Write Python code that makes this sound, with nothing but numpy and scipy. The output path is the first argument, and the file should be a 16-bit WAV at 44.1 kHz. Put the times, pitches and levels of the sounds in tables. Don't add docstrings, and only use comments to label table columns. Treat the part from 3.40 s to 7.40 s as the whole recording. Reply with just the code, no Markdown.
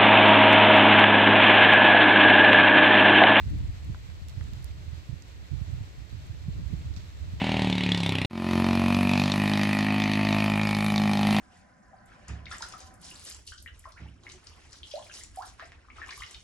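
import sys
import numpy as np
from scipy.fft import rfft, irfft, next_fast_len
from scipy.io import wavfile
from scipy.ndimage import uniform_filter1d, map_coordinates

SR = 44100
rng = np.random.default_rng(int(sys.argv[2]) if len(sys.argv) > 2 else 0)


def generate_wav(signal):
    frames = np.transpose(np.atleast_2d(signal))
    scaled = np.clip(frames, -1, 1) * 32767
    pcm = np.round(scaled).astype(np.int16)
    wavfile.write(sys.argv[1], SR, pcm)


N = 4 * SR


def amp(db):
    return 10 ** (np.asarray(db) / 20)


def unit(x):
    return x / np.sqrt(np.mean(x ** 2, axis=-1, keepdims=True) + 1e-20)


def curve(rows):
    return np.interp(np.arange(N) / SR, *np.transpose(rows))


def wobble(rate):
    knots = rng.standard_normal(int(N * rate / SR) + 4)
    return map_coordinates(knots, [np.arange(N) * rate / SR])


def filtered(x, response):
    n = x.shape[-1]
    padded = next_fast_len(n + 8192)
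    return irfft(rfft(x, padded) * response(np.fft.rfftfreq(padded, 1 / SR)), padded)[..., :n]


def coloured(x, spectrum):
    freqs, db = np.transpose(spectrum)
    return unit(filtered(x, lambda hz: amp(np.interp(np.log(hz + 1), np.log(freqs + 1), db))))


def fade(t, t60):
    return amp(-60 * t / t60)


def add(out, start_s, sound):
    part = out[..., round(start_s * SR):][..., :sound.shape[-1]]
    part += sound[..., :part.shape[-1]]


def breeze():
    # time_s, level_db
    gust_left = [(0.0, -39.5), (0.12, -29.5), (0.4, -44), (0.48, -36), (0.68, -48.5), (0.84, -42),
                 (1.14, -41), (1.22, -44), (1.42, -44), (1.8, -52), (2.02, -46.5), (2.08, -55),
                 (2.28, -43.5), (2.62, -47.5), (2.66, -68), (2.8, -43), (3.04, -46.5), (3.2, -35),
                 (3.26, -49), (3.38, -39), (3.64, -46), (3.99, -39)]
    gust_right = [(0.0, -35), (0.24, -29.5), (0.38, -40.5), (0.52, -32.5), (0.58, -45), (0.72, -37),
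                  (0.82, -48.5), (0.88, -38), (0.93, -47.5), (0.97, -34.5), (1.4, -41.5), (1.6, -37.5),
                  (1.64, -50), (1.68, -53), (1.74, -31.5), (1.81, -49), (2.04, -40), (2.095, -53),
                  (2.12, -30), (2.24, -35), (2.265, -42), (2.285, -31.5), (2.42, -37.5), (2.54, -54),
                  (2.6, -36), (2.7, -46.5), (2.74, -33.5), (2.86, -48), (2.9, -36.5), (3.0, -40.5),
                  (3.08, -34), (3.14, -34.5), (3.34, -32), (3.74, -44.5), (3.82, -35), (3.99, -39)]
    # frequency_hz, gain_db
    buffet = [(18, -22), (28, -48), (45, -4.5), (68, 3), (100, -4), (135, -10), (190, -18.5), (240, -27.5),
              (290, -24), (400, -41.5), (700, -54), (1200, -120)]
    eddy_hz, eddy_exponent = 184, 1.35
    gust = amp([curve(gust_left), curve(gust_right)])
    gust_rms = np.sqrt(np.mean(gust ** 2, axis=1, keepdims=True))
    air = coloured(rng.standard_normal((2, N)) + 0.018 * rng.standard_normal(N), buffet)
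    power = np.abs(uniform_filter1d(air ** 2, size=2200, axis=-1))
    air = air / np.sqrt(power + 1e-6)
    low = filtered(air, lambda hz: 1 / (1 + (hz / eddy_hz) ** 6))
    flutter = amp(0.61 * np.array([wobble(59), wobble(45)]))
    eddies = unit(gust ** eddy_exponent * flutter) * gust_rms
    return amp(2) * gust * low + amp([[4], [-3]]) * eddies * (air - low)


def drone():
    # frequency_hz, gain_db
    spectrum = [(150, -2.5), (230, -6.5), (285, -1.5), (340, -5.5), (480, -10.5), (650, -12.5), (1000, -67)]
    noise = rng.standard_normal((2, N)) + rng.standard_normal(N)
    return amp(-58.5) * coloured(noise, spectrum + [(2000, -120)])


def rain():
    # time_s, level_db
    strength = [(0.0, -57.5), (0.22, -57.5), (0.42, -58), (0.7, -58.5), (0.8, -59), (1.1, -57.5),
                (1.4, -58.5), (1.6, -57), (1.67, -59.5), (2.05, -59.5), (2.2, -58), (2.46, -58),
                (2.58, -60), (2.86, -58), (3.0, -59.5), (3.42, -57), (3.5, -58.5), (3.99, -58)]
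    # frequency_hz, gain_db
    hiss_left = [(200, -7), (700, 0.4), (1200, -1.5), (2500, -3), (4200, -5), (6000, -20.5), (7400, -31.5),
                 (9000, -31), (11000, -22), (14200, -23.5), (15500, -26.5)]
    hiss_right = [(200, -11), (780, -2), (1100, -1), (2200, -3.5), (3600, -2), (4200, -1), (5000, -4),
                  (8000, -6.5), (9300, -22.5), (11500, -17), (14200, -20), (15500, -43)]
    # frequency_hz, shared_power_fraction
    likeness = [(500, 0.079), (1500, 0.54), (4000, 0.066), (14000, 0.11)]
    drops_per_s, left_lag_s = 260, 0.000444
    drops = (rng.random((3, N)) < drops_per_s / SR) * rng.choice([-1, 1], (3, N))
    sizes = amp(3 * np.minimum(rng.exponential(size=(3, N)), 4))
    hiss = rng.standard_normal((3, N)) + amp(-10) * unit(drops * sizes)
    alike = lambda hz: np.interp(hz, *np.transpose(likeness))
    delay = lambda hz: np.exp(-2j * np.pi * np.outer([left_lag_s, 0], hz))
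    shared = filtered(hiss[2], lambda hz: np.sqrt(alike(hz)) * delay(hz))
    left, right = shared + filtered(hiss[:2], lambda hz: np.sqrt(1 - alike(hz)))
    pair = np.array([amp(2.5) * coloured(left, hiss_left), amp(2) * coloured(right, hiss_right)])
    return amp(curve(strength) + 0.73 * wobble(24.04)) * pair


def leaf_wash():
    # time_s, level_db
    swell = [(0.0, -67.5), (0.3, -65), (0.55, -67), (0.7, -65), (0.85, -78), (1.7, -68.5), (2.2, -66.5),
             (3.0, -70), (3.99, -73)]
    # frequency_hz, gain_db
    spectrum = [(1200, -31), (1900, 4), (2500, 0.5), (3400, -13), (7000, -60)]
    return amp(curve(swell)) * coloured(rng.standard_normal((2, N)), spectrum)


def puffs():
    # time_s, level_db, left_minus_right_db
    hits = [(.066, -25.5, -21), (0.111, -26.5, 7), (0.132, -25, 8), (0.212, -29.5, 2), (0.292, -26, 10),
            (0.5, -26, -11), (.818, -30, 23), (0.973, -25.5, -38), (1.01, -26.5, -16), (1.128, -29, -9),
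            (1.249, -30.5, -35), (1.308, -31.5, -11), (1.483, -28.5, -17), (1.53, -28.5, -23),
            (1.694, -25.5, -17), (1.73, -29, -30), (2.116, -28, -22), (2.131, -24, -21), (2.165, -28, -25),
            (2.218, -25, -24), (2.334, -27.5, -32), (2.347, -28, -4), (2.411, -28.5, -4),
            (2.732, -28.5, -10), (2.9, -28.5, -12), (3.087, -24.5, -2.5), (3.263, -28, -23),
            (3.331, -22.5, -16), (3.415, -28, -4), (3.465, -29.5, 2), (3.507, -27, -25), (3.571, -29.5, 2),
            (3.826, -31.5, -3), (3.938, -28, -7)]
    # frequency_hz, gain_db
    spectrum = [(25, -28), (60, 1.5), (108, 14.5), (170, -9), (290, -18), (420, -40.5), (700, -50),
                (1300, -120)]
    rise_s, lead_s = 0.0082, 0.00576
    typical_db, octaves_per_db = -26, 0.1128
    n = SR // 10
    out, t = np.zeros((2, N)), np.arange(n) / SR
    bump = (t / rise_s * np.exp(1 - t / rise_s)) ** 2
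    for time_s, db, balance_db in hits:
        stretch = 2 ** (octaves_per_db * (db - typical_db))
        air = coloured(rng.standard_normal((2, 2 * n)), [(hz * stretch, gain) for hz, gain in spectrum])
        puff = unit(air[:, n // 2:n // 2 + n] * bump) * np.sqrt(np.mean(bump ** 2))
        ports = amp([[min(balance_db, 0)], [min(-balance_db, 0)]])
        add(out, time_s - lead_s, amp(db) * ports * puff)
    return out


def ticks():
    # start_s, level_db, pitch_hz, width_octaves, notch_depth_db, t60_s, tail_db
    snaps = [(0.1, -45, 7000, .9, 12, .0016, -18), (.186, -42, 6500, .9, 12, .0016, -24),
             (.447, -44, 8000, .9, 10, .0016, -22), (.885, -39, 4300, 1.3, 7, 0.0064, -16),
             (0.8952, -43, 5500, .9, 11, .003, -7.5), (1.041, -40, 6300, 0.4, 21, 0.0014, -22),
             (1.135, -34.5, 6000, 0.97, 24, .0016, -25), (1.227, -43, 11500, 0.99, 7, .0016, -27),
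             (1.2287, -49, 11000, .9, 16, .0016, -27), (1.2441, -29.5, 11000, 0.79, 4, 0.0018, -33),
             (1.823, -36, 6040, 0.7, 15, 0.0018, -22), (2.868, -42, 8000, .9, 12, .0016, -24)]
    notch_hz, notch_width_hz, top_hz = 9750, 850, 14000
    tail_t60_s, left_db = 0.055, -25
    out, t = np.zeros((2, N)), np.arange(SR // 10) / SR
    for start_s, db, pitch_hz, octaves, notch_db, t60, tail_db in snaps:
        decay = fade(t, t60) + amp(tail_db) * fade(t, tail_t60_s)
        band = lambda hz: np.exp(-.5 * (np.log2((hz + 1) / pitch_hz) / octaves) ** 2)
        notch = lambda hz: amp(-notch_db * np.exp(-.5 * ((hz - notch_hz) / notch_width_hz) ** 2))
        burst = rng.standard_normal((2, len(t))) * decay
        snap = filtered(burst, lambda hz: band(hz) * notch(hz) / (1 + (hz / top_hz) ** 10))
        add(out, start_s, amp(db) * unit(snap) * np.sqrt(np.mean(decay ** 2)))
    return out * amp([[left_db], [0]])


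def crate_taps():
    # start_s, level_db, pitch_hz, ring_time_factor
    taps = [(.5455, -38, 1020, 1), (.6995, -48.5, 1550, 1), (1.0098, -37, 1300, .55)]
    # pitch_ratio, level_db, t60_s
    modes = [(.7, -9, .02), (1, -7, 0.034), (1.25, -0.5, 0.011), (1.48, -2, 0.017), (2.4, -19, .02)]
    attack_s, crack_t60_s, left_lag_s = 0.00022, 0.015, 0.00013
    out, t = np.zeros((2, N)), np.arange(SR // 8) / SR
    port_t = np.maximum(t - np.array([[left_lag_s], [0]]), 0)
    for start_s, db, pitch_hz, ring_factor in taps:
        ring = np.zeros_like(port_t)
        for k, (ratio, mode_db, t60) in enumerate(modes):
            tone = (-1) ** k * np.sin(2 * np.pi * pitch_hz * ratio * port_t)
            ring += amp(mode_db) * fade(port_t, ring_factor * t60) * tone
        noise = filtered(rng.standard_normal((2, len(t))), lambda hz: 1 / (1 + (hz / 5500) ** 6))
        crack = amp(-7) * unit(noise) * fade(t, ring_factor * crack_t60_s)
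        add(out, start_s, amp(db) * (1 - np.exp(-t / attack_s)) * (ring + crack))
    return out


def drips():
    # start_s, level_db, pitch_hz
    drops = [(1.3114, -46, 2330), (1.4227, -47, 2330), (1.5918, -53, 2080), (2.7025, -44.5, 3950),
             (3.417, -44, 2400)]
    attack_s, t60_s, left_db = 0.00012, 0.0061, 2
    out, t = np.zeros(N), np.arange(SR // 20) / SR
    envelope = (1 - np.exp(-t / attack_s)) * fade(t, t60_s)
    for start_s, db, pitch_hz in drops:
        add(out, start_s, amp(db) * envelope * np.sin(2 * np.pi * pitch_hz * t))
    return out * amp([[left_db], [0]])


def rustle():
    # start_s, level_db, t60_s
    strokes = [(3.536, -55, 0.27), (3.5636, -38.5, 0.02), (3.567, -49.5, 0.31)]
    # frequency_hz, gain_db
    spectrum = [(600, -10), (1500, 4), (2800, -1), (4000, 6.5), (7500, -2.5), (9300, -20), (15000, -24)]
    attack_s, left_db = 0.00035, -11
    out, t = np.zeros((2, N)), np.arange(SR // 3) / SR
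    for start_s, db, t60 in strokes:
        grains = rng.standard_normal((2, len(t))) * amp(1.9 * wobble(400)[:len(t)])
        envelope = (1 - np.exp(-t / attack_s)) * fade(t, t60)
        add(out, start_s, amp(db) * envelope * coloured(grains, spectrum))
    return out * amp([[left_db], [0]])


def scene():
    ambience = breeze() + puffs() + drone() + rain() + leaf_wash()
    return ambience + drips() + ticks() + crate_taps() + rustle()


def record(dry):
    return filtered(dry, lambda hz: hz < 15750)


dry = scene()
out = record(dry)
generate_wav(out)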